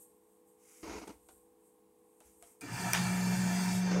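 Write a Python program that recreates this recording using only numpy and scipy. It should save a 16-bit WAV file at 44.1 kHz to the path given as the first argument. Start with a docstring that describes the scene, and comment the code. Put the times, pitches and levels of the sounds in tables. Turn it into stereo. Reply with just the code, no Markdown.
"""An old computer tape drive starting up in a small room. At first a faint fan hum and a thin, wavering
high hiss are heard; a hand rubs past close to the microphone and a button clicks. The reel motors kick
in and run up, and the slack tape snaps taut. The reels whirr on inside the ringing cabinet, with the
motors' low drone and whine and the hiss of tape over its guides. A hollow scuff swells up near the end."""
import sys
import numpy as np
from scipy import signal
from scipy.fft import rfft, irfft, next_fast_len
from scipy.io import wavfile
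from scipy.ndimage import uniform_filter1d, map_coordinates

SR = 44100
rng = np.random.default_rng(int(sys.argv[2]) if len(sys.argv) > 2 else 0)


def to_wav(sig):
    """Store sig (one row per channel, or 1-D mono) as 16-bit WAV at the path in sys.argv[1].

    Samples outside -1..1 are clipped; the rate is SR.
    """
    pcm = np.clip(np.atleast_2d(sig), -1, 1) * 32767
    pcm = np.round(pcm).astype(np.int16)
    wavfile.write(sys.argv[1], SR, pcm.T)  # frames by channels


N = 176400

# Likeness of the microphone's left and right sides: freq_hz, correlation
STEREO_LIKENESS = [(60, 0.95), (250, 0.92), (450, 0.97), (800, 0.62), (1500, 0.12), (5000, 0.085),
                   (12000, 0.039)]
# Idling fan's tones: pitch_hz, level_db (all levels are relative)
FAN_TONES = [(199.2, -81.5), (231.5, -91.5), (328.4, -75), (430.7, -73), (489.9, -71.5), (807.5, -85),
             (1077, -86)]
# Course of a thin, high hiss: time_s, level_db
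SIZZLE_LEVELS = [(0, -56.5), (.025, -53), (.08, -66), (.2, -76.5), (.35, -71.5), (.45, -83), (.48, -66.5),
                 (.57, -74.5), (.75, -86), (1.1, -61), (1.19, -72), (1.33, -60.5), (1.56, -83),
                 (1.67, -66.5), (1.83, -85), (2.12, -72.5), (2.35, -65.5), (2.52, -62.5), (2.6, -77)]
# Spectra of the fan's air and the thin hiss: freq_hz, level_db
FAN_SPECTRUM = [(25, -26), (65, -7), (125, -12.5), (200, -4.5), (300, 0.5), (450, -11), (600, -10.5),
                (820, -5), (1050, -5.5), (1300, -18), (2000, -19), (5000, -25.5), (9000, -16.5),
                (15500, -21)]
SIZZLE_SPECTRUM = [(5000, -26.5), (7000, -6.5), (8600, 6), (10300, -9.5), (11700, 5), (12600, -19),
                   (15500, -13)]

# Sleeve brushes and hand rubs by the microphone: start_s, length_s, level_db
SLEEVE_BRUSHES = [(0.566, 0.43, -60), (2.198, 0.075, -59), (2.398, 0.073, -57.5)]
HAND_RUBS = [(0.828, .056, -45), (0.893, 0.09, -42.5), (1.013, 0.017, -47), (1.069, 0.0071, -50.5),
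             (1.09, .006, -49), (3.808, 0.18, -52), (3.91, .1, -42)]
# Dull knocks of the case: start_s, length_s, level_db, t60_s
CASE_THUMPS = [(1.085, 0.014, -44.5, 0.13), (2.626, 0.036, -46, 0.13)]
# Soft, low bumps of the hand: start_s, level_db
HAND_BUMPS = [(1.1, -67), (1.32, -77), (2.24, -72)]
# Spectra of these four handling sounds: freq_hz, level_db
BRUSH_SPECTRUM = [(710, -32), (1200, -5.5), (1780, -11), (2120, -1.5), (4150, -17), (6110, -1.5),
                  (8070, -0.5), (11200, -2.5), (15500, -16)]
RUB_SPECTRUM = [(25, -38), (42, -18), (62, -3.5), (90, -10), (145, -28), (190, -6.5), (255, -9.5),
                (328, 2.5), (375, -12), (428, 1), (550, -12.5), (740, -8), (815, -14.5), (920, -6),
                (1130, -14), (1340, -13.5), (1690, -21), (2130, -14), (2350, -16), (2880, -20), (3100, -24),
                (3600, -26.5), (4600, -23.5), (6200, -20.5), (7000, -23), (7500, -50), (9900, -52),
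                (15000, -62)]
THUMP_SPECTRUM = [(120, -28), (230, -8), (295, 14), (345, -6), (450, -9), (800, -30), (2500, -80)]
BUMP_SPECTRUM = [(25, -28), (55, -5), (75, -3), (120, -20), (250, -36)]

# Finger on the button: start_s, level_db, t60_s, knock_pitch_hz
BUTTON_CLICKS = [(1.074, -49, .05, 885), (1.287, -56.5, 0.12, 765), (2.205, -59.5, 0.11, 854),
                 (2.424, -57.5, 0.19, 690)]
# Ring of the button's panel: pitch_hz, level_db, t60_s
PANEL_MODES = [(1220, -7, 0.11), (1440, -9, 0.12), (2570, -10, .06), (3330, -9, 0.055)]
# Sharp, hard contacts: start_s, level_db
HARD_TICKS = [(1.076, -47), (1.287, -55), (2.204, -51.5), (2.4253, -43.5)]
# Spectra of a click's crunch and a hard contact: freq_hz, level_db
CLICK_SPECTRUM = [(60, -6), (150, -16), (350, 0), (750, 0), (1100, -5), (1450, -4), (2000, -10),
                  (3200, -10), (5000, -16), (9000, -6.5), (15000, -48)]
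TICK_SPECTRUM = [(300, -23), (2000, -5), (3500, -6), (6000, -1), (9000, 7), (15000, -8)]

# Ring of the motors' kick: pitch_hz, level_db, t60_s
KICK_MODES = [(288, -65, 0.29), (440, -56.5, 0.56), (2320, -55, 0.41), (2440, -53, 0.19)]
# Course of the motor drone: time_s, pitch_hz, level_db
DRONE_COURSE = [(2.61, 148.7, -97), (2.72, 167.1, -45), (2.81, 179.2, -46), (2.86, 180.2, -33),
                (2.91, 181.5, -50.5), (3.0, 180.8, -30), (3.15, 181.9, -31.5), (3.28, 183.4, -28.5),
                (3.42, 182.4, -31), (3.77, 183.3, -29), (4.0, 181.5, -28.5)]
# Partials of the drone: harmonic_number, level_db
DRONE_HARMONICS = [(1, -2.5), (2, -30.5), (4, -29)]
# Steady tones of the running motors: pitch_hz, level_db
WHINE_TONES = [(283, -67), (332, -58), (376, -59), (431, -58.5), (491, -63.5), (693, -65), (731, -61),
               (949, -55), (1444, -60), (1736, -66), (1814, -56), (2305, -76), (2364, -54), (2681, -56.5),
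               (2710, -60.5), (2767, -58.5)]
# The reels running up: time_s, whirr_db, hiss_db
REEL_LEVELS = [(2.606, -100, -100), (2.613, -52, -56), (2.69, -48.5, -55), (2.74, -44, -48.5),
               (2.82, -40.5, -45), (3.03, -41, -44), (3.15, -40.5, -45), (3.77, -42, -43.5),
               (3.82, -45.5, -48), (3.87, -42, -47.5), (4.0, -44.5, -47)]
# Treble of the tape hiss, relative to the hiss: time_s, level_db
FIZZ_LEVELS = [(2.6, -1), (3.79, -2), (3.85, -9.5), (4.0, -13)]
# Cabinet resonances: centre_hz, width_hz, level_db
CABINET_MODES = [(704, 40, -1), (852, 25, 0), (935, 42, -1), (1320, 44, -5.5), (1436, 30, -8),
                 (1745, 36, -1.5), (1815, 32, -1), (2340, 66, -7), (2650, 50, -8), (4700, 110, -8)]
# Spectra of the panel boom, reel whirr, tape hiss and its treble: freq_hz, level_db
BOOM_SPECTRUM = [(25, -39), (45, -32), (70, -18), (84, -7), (96, -30), (114, 4), (126, 1), (150, -10.5),
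                 (200, -5.5), (235, -20.5), (290, -27), (600, -53)]
WHIRR_SPECTRUM = [(120, -36.5), (215, -6.5), (300, -18), (380, -20), (520, -24), (700, -11), (790, -16.5),
                  (900, -12.5), (1000, -17.5), (1200, -18.5), (1400, -15.5), (1790, -15.5), (2000, -17.5),
                  (2370, -15), (2560, -21), (3200, -27), (4200, -56)]
HISS_SPECTRUM = [(2600, -26), (3100, -13.5), (3450, -3), (3750, -12), (4100, -12), (4450, -6), (4750, -1),
                 (5100, -4.5), (5800, -7), (6400, 0.5), (7000, -5.5), (7800, -19.5), (9000, -50)]
FIZZ_SPECTRUM = [(6000, -48), (7100, -2), (8800, -0.5), (9800, -7), (12000, -10.5), (15000, -13.5),
                 (16000, -24)]
# Balance of the running drive at the microphone: freq_hz, left_minus_right_db
DRIVE_BALANCE = [(60, 10.5), (140, -5), (210, 1), (500, 0.5), (720, 2.5), (900, -2), (1100, 1), (1400, 1.5),
                 (1790, 7.5), (2100, 1.5), (2360, 6), (2740, -0.5), (4190, 0), (6400, 2.5), (9800, 6.5),
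                 (15000, 4)]

# Tape pulled taut: start_s, level_db, t60_s
TAPE_CRACKS = [(2.9334, -24, 0.0032), (2.9343, -23.5, .004)]
# Ring of the tension arm: pitch_hz, level_db, t60_s
ARM_MODES = [(1550, -26.5, .008), (2350, -23, .03), (5750, -20, .006), (8940, -21, .004),
             (12950, -28, .003), (14700, -29, .003)]
# Spectra of the tape's crack, the struck deck and the late scuff: freq_hz, level_db
CRACK_SPECTRUM = [(200, -25), (900, -8), (1500, 6), (2300, 2), (3600, -8), (4700, 1), (5900, 6), (7200, -8),
                  (8900, 5), (10500, -15), (13000, -5), (16000, -1.5)]
DECK_SPECTRUM = [(150, -41), (600, -3), (850, 6.5), (1100, 2), (1480, 6), (2000, 3.5), (3500, 0),
                 (4200, -9.5), (4700, -3.5), (6500, -5.5), (7600, -8), (9000, -9), (10200, -20),
                 (15000, -23)]
SCUFF_SPECTRUM = [(250, -26), (370, 1.5), (480, 0), (580, 2.5), (700, -22), (1050, -6), (1500, -16),
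                  (2500, -46)]


def amp(db):
    return 10 ** (np.asarray(db) / 20)


def unit_rms(x):
    return x / np.sqrt(np.mean(x ** 2) + 1e-20)


def clock():
    return np.arange(N) / SR


def along(points, hz):
    """Interpolate (freq_hz, value) points on a log frequency axis."""
    freqs, values = np.transpose(points)
    return np.interp(np.log(hz + 1), np.log(freqs + 1), values)


def curves(rows):
    """One value per sample for each column after the time."""
    times, *columns = np.transpose(rows)
    return [np.interp(clock(), times, column) for column in columns]


def wobble(rate_hz):
    """A smooth random curve, rate_hz knots a second."""
    return map_coordinates(rng.standard_normal(int(N * rate_hz / SR) + 4), [clock() * rate_hz])


def filtered(x, response):
    """Apply a gain given as a function of frequency."""
    size = next_fast_len(N + SR // 2)
    return irfft(rfft(x, size) * response(np.fft.rfftfreq(size, 1 / SR)), size)[..., :N]


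def pan(db):
    """Left and right gains for a level difference; positive is left."""
    return amp(np.array([[.5], [-.5]]) * db)


def stereo_angle(hz):
    """Spread between the sides in radians: small in the bass, wide in the treble."""
    return np.arccos(np.clip(along(STEREO_LIKENESS, hz), -1, 1)) / 2


def noise(response, grain_db=0):
    """Stereo noise of rms 1, nearly mono in the bass; grain_db breaks it into tiny contacts."""
    source = rng.standard_normal((2, N)) * amp(grain_db * wobble(700))
    spread = lambda hz: np.array([np.cos(stereo_angle(hz)), np.sin(stereo_angle(hz))])
    mid, side = filtered(source, lambda hz: response(hz) * spread(hz))
    return unit_rms(np.array([mid + side, mid - side]))


def rush(spectrum, grain_db=0):
    """Stereo noise with a given spectrum."""
    return noise(lambda hz: amp(along(spectrum, hz)), grain_db)


def stroke(start_s, attack_s, hold_s, t60_s):
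    """Envelope that rises from start_s and begins to die away hold_s later."""
    age = clock() - start_s
    return np.clip(age / attack_s, 0, 1) * amp(-60 * np.maximum(age - hold_s, 0) / t60_s)


def tone(hz, drift_hz, flutter_db):
    """An unsteady sine; high ones reach the microphone's two sides out of step."""
    phase = 2 * np.pi * np.cumsum(hz + drift_hz * wobble(14)) / SR
    skew = stereo_angle(hz) * np.array([[1], [-1]])
    return np.sqrt(2) * np.sin(phase + skew) * amp(flutter_db * wobble(17))


def reflections(x, t60_s, wet_db):
    """Add dense reflections from the cabinet and the small room, thin in the bass."""
    t = np.arange(SR // 3) / SR
    tail = rng.standard_normal((2, len(t))) * amp(-60 * t / t60_s)
    wet = signal.fftconvolve(x, tail / np.linalg.norm(tail[0]), axes=1)[:, :N]
    wet = filtered(wet, lambda hz: hz ** 2 / (hz ** 2 + 600 ** 2))
    return (x + amp(wet_db) * wet) / np.hypot(1, amp(wet_db))


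def ripple(x, depth_db=3, spacing_hz=74.6):
    """Many small cabinet resonances colour the treble, differently on each side."""
    knots = rng.standard_normal((2, 2000))

    def response(hz):
        peaks = np.array([map_coordinates(side, [hz / spacing_hz], mode="wrap") for side in knots])
        return amp(depth_db * np.clip((hz - 1500) / 3000, 0, 1) * peaks)

    coloured = filtered(x, response)
    return coloured * x.std() / coloured.std()


def patchy(x, depth_db):
    """The colour of a rushing sound shifts from moment to moment."""
    frames = signal.stft(x, nperseg=1024)[2]
    patches = uniform_filter1d(rng.standard_normal(frames.shape[1:]), size=4, axis=0)
    patches = unit_rms(uniform_filter1d(patches, size=9, axis=1))
    return unit_rms(signal.istft(frames * amp(depth_db * patches), nperseg=1024)[1][:, :N])


def idling_fan():
    """The fan hums faintly over the soft noise of its air."""
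    hum = sum(amp(db) * tone(hz, drift_hz=0.84, flutter_db=2) for hz, db in FAN_TONES)
    return hum + amp(-71.5) * rush(FAN_SPECTRUM)


def sizzle():
    """A thin, high hiss wavers to the microphone's right."""
    sizzle_db, = curves(SIZZLE_LEVELS)
    return amp(sizzle_db - 7) * pan(db=-18) * rush(SIZZLE_SPECTRUM)


def hand():
    """A sleeve brushes and a hand rubs and bumps close to the microphone; the case knocks dully."""
    brushes = sum(amp(db) * stroke(s, 0.15, length, 0.29) for s, length, db in SLEEVE_BRUSHES)
    rub_power = sum((amp(db) * stroke(s, 0.0035, length, 0.18)) ** 2 for s, length, db in HAND_RUBS)
    thumps = sum(amp(db) * stroke(s, 0.0097, length, t60) for s, length, db, t60 in CASE_THUMPS)
    bumps = sum(amp(db) * stroke(s, 0.017, 0.031, 0.7) for s, db in HAND_BUMPS)
    slips = unit_rms(amp(wobble(160)))
    skin = np.sqrt(rub_power) * slips * rush(RUB_SPECTRUM, grain_db=0.5)
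    sleeve = brushes * rush(BRUSH_SPECTRUM, grain_db=1)
    return ripple(skin + sleeve) + bumps * rush(BUMP_SPECTRUM) + thumps * rush(THUMP_SPECTRUM)


def button():
    """Each click is a crunch and a hollow knock that rings the panel; hard contacts add a bright tick."""
    presses = sum(amp(db) * stroke(s, 0.00066, 0.006, t60) for s, db, t60, _ in BUTTON_CLICKS)
    crunch = presses * rush(CLICK_SPECTRUM, grain_db=2.5)
    knock = sum(amp(db - 6) * stroke(s, 0.0028, 0.0016, 0.19) * tone(hz, drift_hz=7.9, flutter_db=2)
                for s, db, _, hz in BUTTON_CLICKS)
    ring = 0
    for hz, mode_db, t60 in PANEL_MODES:
        strikes = sum(amp(db + mode_db - 7) * stroke(s, 0.00091, 0, t60) for s, db, *_ in BUTTON_CLICKS)
        ring += strikes * tone(hz, drift_hz=40.7, flutter_db=1)
    contacts = sum(amp(db) * stroke(s, 0.00028, 0.00034, 0.0079) for s, db in HARD_TICKS)
    ticks = contacts * pan(db=7) * rush(TICK_SPECTRUM)
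    return reflections(crunch + ring, t60_s=0.3, wet_db=-9) + knock + ticks


def motor_kick(start_s=2.609):
    """The motors start with a ringing kick, and the tape rasps as it jerks over its guides."""
    ring = sum(amp(db) * stroke(start_s, 0.0073, 0.009, t60) * tone(hz, drift_hz=10, flutter_db=2)
               for hz, db, t60 in KICK_MODES)
    rasp = amp(-50) * stroke(start_s, 0.001, 0.003, 0.077) * rush(TICK_SPECTRUM, grain_db=3)
    return ring + rasp


def motors(turn_s=0.354, crest_s=3.4, swell_depth_db=2.5):
    """The motors' drone climbs to pitch under a steady whine; the panels boom once a turn."""
    pitch_hz, drone_db = curves(DRONE_COURSE)
    phase = 2 * np.pi * np.cumsum(pitch_hz + 1.644 * wobble(16)) / SR
    harmonics = np.sqrt(2) * sum(amp(db) * np.sin(k * phase) for k, db in DRONE_HARMONICS)
    drone = harmonics * amp(drone_db + 0.75 * wobble(23.83))
    whirr_db, _ = curves(REEL_LEVELS)
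    effort = amp(whirr_db - whirr_db.max())
    whine = effort * sum(amp(db - 1.05) * tone(hz, drift_hz=1.525, flutter_db=2.5)
                         for hz, db in WHINE_TONES)
    swell_db = swell_depth_db * np.cos(2 * np.pi * (clock() - crest_s) / turn_s)
    boom = effort ** 1.41 * amp(-42 + swell_db) * rush(BOOM_SPECTRUM)
    return drone + whine + boom


def reels():
    """Bearing chatter rings the cabinet in surges, harder with speed; tape hisses over its guides."""
    whirr_db, hiss_db = curves(REEL_LEVELS)
    fizz_db, = curves(FIZZ_LEVELS)
    resonance = lambda hz, width: noise(lambda f: 1 / (1 + ((f - hz) / width * 1.6) ** 2), grain_db=3.5)
    panels = sum(amp(db + 1.6 * wobble(14)) * resonance(hz, width) for hz, width, db in CABINET_MODES)
    ringing = amp(-2.5 + 0.75 * (whirr_db - whirr_db.max())) * unit_rms(panels)
    whirr_gain = amp(whirr_db + 1.27 * wobble(24.84))
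    chatter = amp(-0.5) * patchy(rush(WHIRR_SPECTRUM, grain_db=1.5), depth_db=2.5)
    hiss_gain = amp(hiss_db + 0.27 * wobble(60))
    hiss = amp(1.5) * patchy(rush(HISS_SPECTRUM, grain_db=0.5), depth_db=3)
    fizz = amp(fizz_db) * patchy(rush(FIZZ_SPECTRUM, grain_db=-1), depth_db=2)
    running = whirr_gain * (chatter + ringing) + hiss_gain * (hiss + fizz)
    return ripple(reflections(running, t60_s=0.11, wet_db=-5.5))


def tape_snap(rebound_s=2.9492):
    """The slack runs out: a crack rings the tension arm, which clacks back against the rattling deck."""
    taut_s = TAPE_CRACKS[0][0]
    jerks = sum(amp(db) * stroke(s, 0.0001, 0.0004, t60) for s, db, t60 in TAPE_CRACKS)
    cracks = jerks * rush(CRACK_SPECTRUM)
    arm = sum(amp(db) * stroke(taut_s, 0.0003, 0.0007, t60) * tone(hz, drift_hz=30.2, flutter_db=2)
              for hz, db, t60 in ARM_MODES)
    rattle = amp(-32) * stroke(taut_s, 0.0057, 0.03, 0.34) * rush(DECK_SPECTRUM, grain_db=1.5)
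    rebound = amp(-25.5) * stroke(rebound_s, 0.0004, 0.001, 0.022) * rush(DECK_SPECTRUM)
    return reflections(cracks + arm, t60_s=0.16, wet_db=-12) + ripple(rattle + rebound)


def scuff(start_s=3.81):
    """A hollow rubbing swells up late in the run."""
    return amp(-40.5) * stroke(start_s, 0.15, 0.2, 0.2) * rush(SCUFF_SPECTRUM, grain_db=4)


def scene():
    """The room from the microphone's position, with the running drive a little to the left."""
    drive = motor_kick() + motors() + reels() + tape_snap()
    drive = filtered(drive, lambda hz: pan(along(DRIVE_BALANCE, hz)))
    return drive + hand() + scuff() + button() + idling_fan() + sizzle()


def record(dry):
    """The microphone chain passes nothing above its band limit."""
    band_limit_hz = 15800
    return filtered(dry, lambda hz: hz < band_limit_hz)


dry = scene()
out = record(dry)
to_wav(out)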